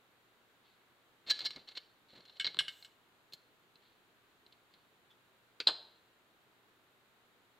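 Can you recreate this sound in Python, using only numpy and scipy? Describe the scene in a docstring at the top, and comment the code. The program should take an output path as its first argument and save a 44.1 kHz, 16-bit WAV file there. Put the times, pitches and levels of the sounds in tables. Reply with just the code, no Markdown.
"""A faint rub of yarn, then small scissors judder and scrape over a glass-topped desk in a small room.
Steel sticks and slips on the glass, and each tap rings the blades. Picked up, they clink against
another metal tool, tick at the pivot in the hand, snip a strand of yarn and are put down with a
sharp clack that shakes the desk. The room answers; its low tone, a slight hum and the faint hiss
of the stereo microphone lie under everything."""
import sys
import numpy as np
from scipy import signal
from scipy.fft import rfft, irfft, next_fast_len
from scipy.io import wavfile
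from scipy.ndimage import map_coordinates

SR = 44100
rng = np.random.default_rng(int(sys.argv[2]) if len(sys.argv) > 2 else 0)


def master_out(mix):
    """Clip the mix to full scale and print it as 16-bit PCM to the path in sys.argv[1]."""
    frames = np.transpose(np.atleast_2d(mix))
    ceiling = np.clip(frames, -1, 1)
    pcm = np.round(ceiling * 32767).astype(np.int16)
    wavfile.write(sys.argv[1], SR, pcm)


N = 334719
TIME = np.arange(N) / SR
RING_TIME = np.arange(SR // 2) / SR
MIDDLING_TAP_DB = -30

# Modes of the scissor blades: pitch_hz, level_db, t60_s
BLADE_MODES = [(1700, -19.5, 0.085), (2170, -12.5, 0.063), (2850, -15.5, .055), (3020, -14, 0.053),
               (3220, -10, 0.035), (3610, -11.5, 0.035), (4010, -4.5, 0.05), (4167, 1, 0.048),
               (4500, -8.5, 0.042), (4660, -11, 0.03), (5000, -17, 0.032), (5484, -18.5, 0.05)]
# Spectrum of the scissors on the glass top: freq_hz, gain_db
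SCISSOR_SPECTRUM = [(60, -32), (150, -21.5), (500, -10.5), (1100, -15), (1700, -11), (2500, -11),
                    (4200, 1.5), (5000, -17), (6000, -22), (7200, -23.5), (9800, -38), (12500, -37.5),
                    (15500, -38)]
# The scissors tap or catch on the desk: start_s, level_db, crack_db, favoured_hz
DESK_TAPS = [(1.3905, -31, -18.5, 3840), (1.4052, -28, -35.5, 4160), (1.4154, -31.5, -25.5, 4300),
             (1.5055, -34.5, -20.5, 3610), (1.5604, -37, -19.5, 2170), (1.6875, -38.5, -23, 4580),
             (1.7732, -29, -30, 3020), (2.205, -50, -23.5, 4410), (2.253, -48.5, -25, 3915),
             (2.2955, -44, -40, 3550), (2.3685, -48.5, -20.5, 3020), (2.4447, -21, -35.5, 3220),
             (2.4521, -22.5, -43.5, 4660), (2.466, -20, -32, 4400), (2.472, -24.5, -37.5, 2170),
             (2.8245, -41.5, -35, 4700)]
def scissor_taps():
    """Steel strikes the glass and the blades ring briefly."""
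    return contacts(with_knock(DESK_TAPS, middling_db=-29), SCISSOR_SPECTRUM, BLADE_MODES,
                    t60_s=0.04, rise_s=0.00085, snap_db=2, ring_db=1,
                    knock_db=-5.5, body_db=-12.5, crack_db=-3.5)


# The scissors judder across the desk: start_s, length_s, level_db, end_fade_db, crack_db, favoured_hz
JUDDER_RUNS = [(1.297, .0185, -17.5, 5.5, -23, 1700), (1.4482, .0195, -23, 7.5, -22, 4800)]
def scissor_judder(slips_per_s=215, jitter_s=0.0004):
    """Dragged steel sticks and slips: a nearly even run of contacts, strongest in the middle."""
    slips = []
    for start, length, db, end_fade_db, *timbre in JUDDER_RUNS:
        for progress in np.linspace(0, 1, 1 + round(length * slips_per_s)):
            when = start + progress * length + jitter_s * rng.standard_normal()
            slips.append((when, db - end_fade_db * (2 * progress - 1) ** 2, *timbre))
    return contacts(with_knock(slips, middling_db=-31.5), SCISSOR_SPECTRUM, BLADE_MODES,
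                    t60_s=0.014, rise_s=0.0014, snap_db=-1.5, ring_db=3.5,
                    knock_db=-5.5, body_db=-12.5, crack_db=2.5)


# The scissors slide over the desk: start_s, length_s, level_db
SLIDE_STROKES = [(1.262, 0.035, -46.5), (1.3, 0.17, -51), (1.505, .1, -60.5), (1.672, 0.041, -54),
                 (1.748, 0.03, -49.5), (2.08, 0.41, -67.5), (2.149, 0.015, -58), (2.483, 0.023, -51)]
def scissor_slides(clumps_per_s=110, clump_db=3.5, ring_db=-3):
    """Steel catches on glass in brief clumps; it rasps and stirs the blades during each stroke."""
    knots = rng.standard_normal(N * clumps_per_s // SR + 4)
    clumps = map_coordinates(knots, [TIME * clumps_per_s], order=1)
    slips = friction(per_s=2900, spread_db=3.5) * amp(clump_db * clumps)
    blades = ring(BLADE_MODES, scatter_db=-1.5) * (1 - np.exp(-RING_TIME / 0.001))
    singing = unit(signal.fftconvolve(slips, blades)[:N])
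    rasp = unit(coloured(slips, SCISSOR_SPECTRUM))
    strokes = pressure(SLIDE_STROKES, attack_s=0.0069, release_s=0.01192)
    return amp(0.5) * strokes * unit(rasp + amp(ring_db) * singing)


# Modes of the desk top with the scissors lying on it: pitch_hz, level_db, t60_s
DESK_MODES = [(600, -23, 0.05), (940, -24, .05), (1260, -21, .05), (1523, -23, .06), (2870, -10, .04),
              (3300, -6, .05), (3800, -5, .05), (3985, 3, .05), (4100, 2, 0.045), (4680, -4, .05)]
# Spectrum of the held scissors meeting the desk: freq_hz, gain_db
TOUCH_SPECTRUM = [(80, -29.5), (220, -22.5), (450, -6.5), (800, -19.5), (1500, -9.5), (1900, -10.5),
                  (2350, -0.5), (3200, -5), (4000, -3), (4650, 0.5), (5500, -19.5), (8000, -20.5),
                  (10000, -28), (15500, -33.5)]
# First touch on the desk: start_s, level_db, knock_db, crack_db
TOUCHES = [(5.6008, -26.5, -17.5, -30.5)]
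def scissor_touch_down():
    """The scissors meet the glass, still damped by the hand, and the room answers faintly."""
    touch = contacts(TOUCHES, TOUCH_SPECTRUM, DESK_MODES,
                     t60_s=0.066, rise_s=0.00088, snap_db=3, ring_db=-7.5,
                     knock_db=-5, body_db=-9, crack_db=-2)
    return touch + room_answer(touch, wet_db=-21, delay_s=0.021)


# Spectrum of the fall, at the desk: freq_hz, gain_db
CLACK_SPECTRUM = [(80, -41.5), (200, -37), (310, -25.5), (500, -19), (750, -23), (1300, -18), (2300, -20.5),
                  (3050, -8), (4050, 0.5), (4850, -9), (5700, -35), (8000, -25.5), (10000, -38),
                  (15500, -43.5)]
# Spectrum of desk and room ringing on after the fall: freq_hz, gain_db
SHAKE_SPECTRUM = [(280, -5.5), (600, -2.5), (1400, -3.5), (2600, -5), (4200, -6), (5200, -5.5), (8000, -4)]
# The scissors fall flat on the glass and bounce: start_s, level_db, knock_db, crack_db
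BOUNCES = [(5.6685, -33.5, -22, -30), (5.6713, -11.5, -28.5, -25.5), (5.6745, -16.5, -34.5, -31.5),
           (5.681, -27.5, -14.5, -32.5), (5.6875, -22.5, -16, -41)]
def scissor_clack():
    """Once the hand lets go, the scissors set the whole desk and the room ringing."""
    clack = contacts(BOUNCES, CLACK_SPECTRUM, DESK_MODES,
                     t60_s=0.097, rise_s=0.00045, snap_db=6, ring_db=-2.5,
                     knock_db=-0.5, body_db=-9.5, crack_db=-3)
    return clack + room_answer(coloured(clack, SHAKE_SPECTRUM), wet_db=-12.5, delay_s=0.012)


# Modes of the other metal tool on the desk: pitch_hz, level_db, t60_s
TOOL_MODES = [(1580, -12.5, 0.075), (1650, -12.5, .07), (2186, -10, 0.11), (2877, -1, 0.05),
              (2990, 1, 0.071), (3260, -3.5, 0.027), (3562, -2.5, 0.04), (4080, -4, 0.062),
              (4500, -13, .04), (5490, -19, 0.068), (6850, -21.5, 0.031), (7760, -19, 0.036),
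              (8990, -25.5, 0.049)]
# Spectrum of that tool on the glass: freq_hz, gain_db
TOOL_SPECTRUM = [(60, -25.5), (150, -19.5), (900, -30), (1600, -9), (2500, -9), (3100, 6), (4200, -4.5),
                 (5200, -14), (6500, -28), (7900, -22.5), (10000, -34.5), (13000, -36), (15500, -37)]
# Its clinks beside the scissors: start_s, level_db, crack_db, favoured_hz
CLINKS = [(2.3972, -24.5, -26.5, 2186), (2.4084, -28.5, -28.5, 4100), (2.5886, -16, -25.5, 3280),
          (2.5985, -28, -25.5, 2990), (2.6803, -29, -26.5, 2186), (2.8466, -45.5, -14.5, 4020)]
def tool_clinks():
    """The other tool knocks on the glass and rings in its own modes."""
    return contacts(with_knock(CLINKS, middling_db=-26), TOOL_SPECTRUM, TOOL_MODES,
                    t60_s=0.097, rise_s=0.00088, snap_db=-7, ring_db=4,
                    knock_db=-3, body_db=-9, crack_db=-0.5)


# Spectrum of a tick from across the glass: freq_hz, gain_db
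TICK_SPECTRUM = [(500, -38.5), (1100, -6.5), (2300, -17), (4200, 0.5), (5600, -37), (7800, -24.5),
                 (10000, -45.5)]
# Pinpoint contacts far off on the glass: arrival_s, peak_db
FAR_TICKS = [(2.545, -33), (2.5693, -33), (2.606, -24.5)]
def glass_ticks(lag_at_1khz_s=0.0022):
    """Bending waves carry treble faster than bass, so a far tick arrives as a tiny falling chirp."""
    track = np.zeros(N)
    pulse = coloured(1.0 * (RING_TIME == 0), TICK_SPECTRUM)
    chirp = filtered(pulse, lambda hz: np.exp(-4j * np.pi * lag_at_1khz_s * np.sqrt(1000 * hz)))
    for arrival, db in FAR_TICKS:
        add(track, arrival - lag_at_1khz_s / 4, amp(db) * chirp / np.abs(chirp).max())
    return track


# A thin ping at the desk: start_s, pitch_hz, level_db, t60_s
GLANCING_PING = (2.606, 10600, -61, .3)
def steel_ping():
    """One glancing touch leaves a single high mode of the steel fading slowly."""
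    start, hz, db, t60 = GLANCING_PING
    track = np.zeros(N)
    add(track, start, amp(db - 60 * RING_TIME / t60) * np.sin(2 * np.pi * hz * RING_TIME))
    return track


# Spectrum of a click at the pivot: freq_hz, gain_db
PIVOT_SPECTRUM = [(300, -13), (2000, -34), (2700, -3.5), (4200, 2.5), (5600, -22.5), (7500, -20),
                  (9500, -30), (12000, -22), (15500, -28.5)]
# The scissors click in the hand, above the desk: start_s, level_db
HELD_CLICKS = [(3.323, -44.5), (3.3339, -37), (3.756, -50), (4.4636, -49.5), (4.523, -49), (4.7381, -50.5)]
def pivot_clicks(crack_db_per_db=1.16):
    """The blades click at the pivot; the harder the click, the brighter its crack."""
    clicks = [(start, db, -8.5 + crack_db_per_db * (db - MIDDLING_TAP_DB)) for start, db in HELD_CLICKS]
    return contacts(with_knock(clicks, middling_db=-28), PIVOT_SPECTRUM, BLADE_MODES,
                    t60_s=0.056, rise_s=0.00095, snap_db=8.5, ring_db=-4,
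                    knock_db=-3, body_db=-13, crack_db=-2)


# Spectrum of steel slipping on steel: freq_hz, gain_db
LIFT_SPECTRUM = [(3000, -13), (6300, -9), (7700, -3), (10000, -18), (13000, -8), (15500, -14.5)]
# The scissors leave the desk: start_s, length_s, level_db
LIFT_STROKES = [(2.68, .15, -71)]
def scissor_lift():
    """Smooth steel slips off steel with a high whisper."""
    return rubbing(LIFT_STROKES, LIFT_SPECTRUM, per_s=6000, attack_s=0.04, release_s=0.055)


# Spectrum of the cut: freq_hz, gain_db
SNIP_SPECTRUM = [(300, -21.5), (2600, -16), (3500, 5), (4100, -16), (5500, -24), (12000, -35)]
# The cut, faint at the microphone: start_s, length_s, level_db
SNIP_STROKES = [(5.1, .018, -66)]
def yarn_snip():
    """The blades close through the strand in one short crunch of fibres."""
    return rubbing(SNIP_STROKES, SNIP_SPECTRUM, per_s=1300, attack_s=0.0099, release_s=0.013)


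# Spectrum of rubbed yarn: freq_hz, gain_db
YARN_SPECTRUM = [(300, -25), (2300, 0), (3600, 5.5), (4400, 8.5), (5600, -20), (12000, -31)]
# Yarn moves in the hand, barely reaching the microphone: start_s, length_s, level_db
YARN_STROKES = [(.63, 0.053, -73.5), (3.8, 0.06, -73), (4.7, 0.086, -78)]
def yarn_rubs():
    """Fibres catch as the yarn is drawn through the fingers and along the blade."""
    return rubbing(YARN_STROKES, YARN_SPECTRUM, per_s=900, attack_s=0.024, release_s=0.08)


# Spectrum of a hand on the glass: freq_hz, gain_db
HAND_SPECTRUM = [(50, -14), (150, -2), (350, -2.5), (900, -10), (3000, -17), (9000, -56)]
# The hand brushes the desk by the scissors: start_s, length_s, level_db
HAND_STROKES = [(1.26, 0.048, -67), (1.405, 0.055, -62), (1.555, 0.012, -59.5), (2.125, 0.074, -65),
                (2.455, 0.026, -62), (2.54, 0.077, -63)]
def hand_brushes():
    """Skin slips over the desk in soft, dull strokes."""
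    return rubbing(HAND_STROKES, HAND_SPECTRUM, per_s=370, attack_s=0.0082, release_s=0.036)


# Decay of the small room around the desk: freq_hz, t60_s
ROOM_DECAY = [(150, 1), (1000, 0.55), (4000, 0.52), (8000, 0.36), (14000, 0.15)]
def room_answer(x, wet_db, delay_s):
    """The room returns x late, as a nearly centred stereo tail whose treble dies first."""
    hz, t, noise = signal.stft(rng.standard_normal((2, SR * 3 // 4)), SR, nperseg=256)
    decay = amp(-60 * t / along(ROOM_DECAY, hz)[:, None])
    mid, side = signal.istft(noise * decay, SR, nperseg=256)[1]
    tails = (mid + amp(-30) * np.array([side, -side])) / np.linalg.norm(mid)
    late = np.pad(x, (round(delay_s * SR), 0))
    return amp(wet_db) * signal.fftconvolve(late[None], tails, axes=1)[:, :N]


# Likeness of the background at the microphone's left and right: freq_hz, coherence
STEREO_COHERENCE = [(60, 0.17), (500, 0.94), (2000, 0.045), (5000, 0.11), (15000, 0.044)]
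def steady_noise(spectrum, top_hz):
    """Stereo noise of rms 1, most alike in both channels in the low mids."""
    def mid_side_gains(hz):
        angle = np.arccos(np.clip(along(STEREO_COHERENCE, hz), -1, 1)) / 2
        gain = amp(along(spectrum, hz)) / np.sqrt(1 + (hz / top_hz) ** 16)
        return gain * [np.cos(angle), np.sin(angle)]
    mid, side = filtered(rng.standard_normal((2, N)), mid_side_gains)
    return unit(np.array([mid + side, mid - side]))


# Mains hum and a thin whine: pitch_hz, level_db
HUM_TONES = [(119, -89.5), (7050, -97)]
# The room's low tone, all around the microphone: freq_hz, gain_db
ROOM_SPECTRUM = [(25, -13), (50, -13), (90, -7), (200, -4), (300, -3), (410, -1.5), (540, -5.5), (900, -5),
                 (1400, -4), (2400, -9), (3600, -10)]
# The microphone's own hiss: freq_hz, gain_db
HISS_SPECTRUM = [(2500, -31), (3800, 1.5), (4400, -2.5), (5200, -10), (7000, -9), (9000, -10),
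                 (12500, -8.5), (15500, -10)]
def background():
    """Steady room tone and microphone hiss, with a slightly unsteady hum and whine."""
    drifts = np.cumsum(rng.standard_normal((len(HUM_TONES), N)), 1) / np.sqrt(SR)
    tones = sum(amp(db) * np.sqrt(2) * np.sin(2 * np.pi * hz * TIME + 0.23 * np.sqrt(hz) * drift)
                for (hz, db), drift in zip(HUM_TONES, drifts))
    room_tone = amp(-70) * steady_noise(ROOM_SPECTRUM, top_hz=3700)
    hiss = amp(-78) * steady_noise(HISS_SPECTRUM, top_hz=17600)
    return room_tone + hiss + tones


def contacts(rows, spectrum, modes, t60_s, rise_s, snap_db, ring_db, knock_db, body_db, crack_db):
    """Each contact snaps, shakes dense modes (fading noise) and rings the given distinct modes."""
    track = np.zeros(N)
    onset = 1 - np.exp(-(RING_TIME / rise_s) ** 2)
    fade = amp(-60 * RING_TIME / t60_s) + amp(snap_db - 60 * RING_TIME / 0.006)
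    for start, db, knock, crack, *favoured_hz in rows:
        burst = unit_blow(coloured(rng.standard_normal(len(RING_TIME)) * fade, spectrum))
        ringing = amp(ring_db) * ring(modes, *favoured_hz)
        low, body, high = bands(onset * (burst + ringing))
        hit = amp(knock + knock_db) * low + amp(body_db) * body + amp(crack + crack_db) * high
        add(track, start, amp(db) * hit)
    return track


def ring(modes, favoured_hz=None, scatter_db=3, detune=0.006):
    """Fading modes; the changing grip varies their strength and pitch from one contact to the next."""
    hz, db, t60 = np.transpose(modes)[:, :, None]
    strength, phase, grip = rng.standard_normal((3, len(modes), 1))
    if favoured_hz:  # the spot struck favours modes within about 6 % of this pitch
        db = db + 8 * np.exp(-(np.log(hz / favoured_hz) / 0.06) ** 2)
    cycles = hz * (1 + detune * grip) * RING_TIME + phase
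    fades = amp(db + scatter_db * strength - 60 * RING_TIME / t60)
    return unit_blow(np.sum(fades * np.sin(2 * np.pi * cycles), 0))


def bands(x):
    """The low knock, body and high crack of a contact, at equal energy."""
    return [unit_blow(signal.sosfilt(signal.butter(4, edges_hz, 'band', fs=SR, output='sos'), x))
            for edges_hz in [(70, 1200), (1200, 6000), (6000, 16000)]]


def with_knock(taps, middling_db, loss_db_per_db=0.29):
    """Insert each tap's knock_db: the softer the tap, the more of it is a dull knock."""
    return [(start, db, middling_db - loss_db_per_db * (db - MIDDLING_TAP_DB), *timbre)
            for start, db, *timbre in taps]


def rubbing(strokes, spectrum, per_s, attack_s, release_s):
    """Strokes of slips that ring nothing: fibres, skin or smooth steel."""
    slips = friction(per_s, spread_db=1)
    return pressure(strokes, attack_s, release_s) * unit(coloured(slips, spectrum))


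def friction(per_s, spread_db):
    """A train of tiny random slips."""
    slipping = rng.random(N) < per_s / SR
    return slipping * rng.choice([-1, 1], N) * amp(spread_db * rng.standard_normal(N))


def pressure(strokes, attack_s, release_s):
    """Each stroke presses in, holds for its length and dies away."""
    return sum(amp(db) * np.clip((TIME - start) / attack_s, 0, 1)
               * np.exp(-np.maximum(TIME - start - length, 0) / release_s)
               for start, length, db in strokes)


def amp(db):
    """Decibels to gain."""
    return 10 ** (np.asarray(db) / 20)


def unit(x):
    """x at rms 1."""
    return x / np.sqrt(np.mean(x ** 2) + 1e-20)


def unit_blow(x):
    """x scaled to the energy of 10 ms at rms 1."""
    return x / np.sqrt(np.sum(x ** 2) / (SR / 100) + 1e-20)


def along(points, hz):
    """(freq_hz, value) points read on a log axis."""
    freqs, values = np.transpose(points)
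    return np.interp(np.log(hz + 1), np.log(freqs + 1), values)


def filtered(x, response):
    """x times a response of frequency."""
    n = x.shape[-1]
    size = next_fast_len(n + 8192)
    return irfft(rfft(x, size) * response(np.fft.rfftfreq(size, 1 / SR)), size)[..., :n]


def coloured(x, spectrum, size=2048):
    """x through a causal filter with the given spectrum."""
    cepstrum = irfft(np.log(amp(along(spectrum, np.fft.rfftfreq(size, 1 / SR)))))
    cepstrum[1:size // 2] *= 2
    cepstrum[size // 2 + 1:] = 0
    return signal.fftconvolve(x, irfft(np.exp(rfft(cepstrum))))[:len(x)]


def add(track, start_s, x):
    """Mix x into the track at start_s."""
    part = track[round(start_s * SR):][:len(x)]
    part += x[:len(part)]


def scene():
    """Fetching, snipping and putting down at the desk, over the room tone."""
    handling = (scissor_judder() + scissor_taps() + tool_clinks() + pivot_clicks() + scissor_slides()
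                + scissor_lift() + glass_ticks() + steel_ping()
                + yarn_rubs() + yarn_snip() + hand_brushes())
    room = room_answer(handling, wet_db=-19, delay_s=0.011)
    return handling + room + scissor_touch_down() + scissor_clack() + background()


def record(dry):
    """The microphone has two dips in the treble and keeps nothing above its band limit."""
    def dip(hz, centre_hz, width_hz, depth_db):
        return amp(depth_db * np.exp(-((hz - centre_hz) / width_hz) ** 2))
    toned = filtered(dry, lambda hz: dip(hz, 10000, 467, -5.5) * dip(hz, 16000, 350, -4))
    return filtered(toned, lambda hz: hz < 15800)


dry = scene()
out = record(dry)
master_out(out)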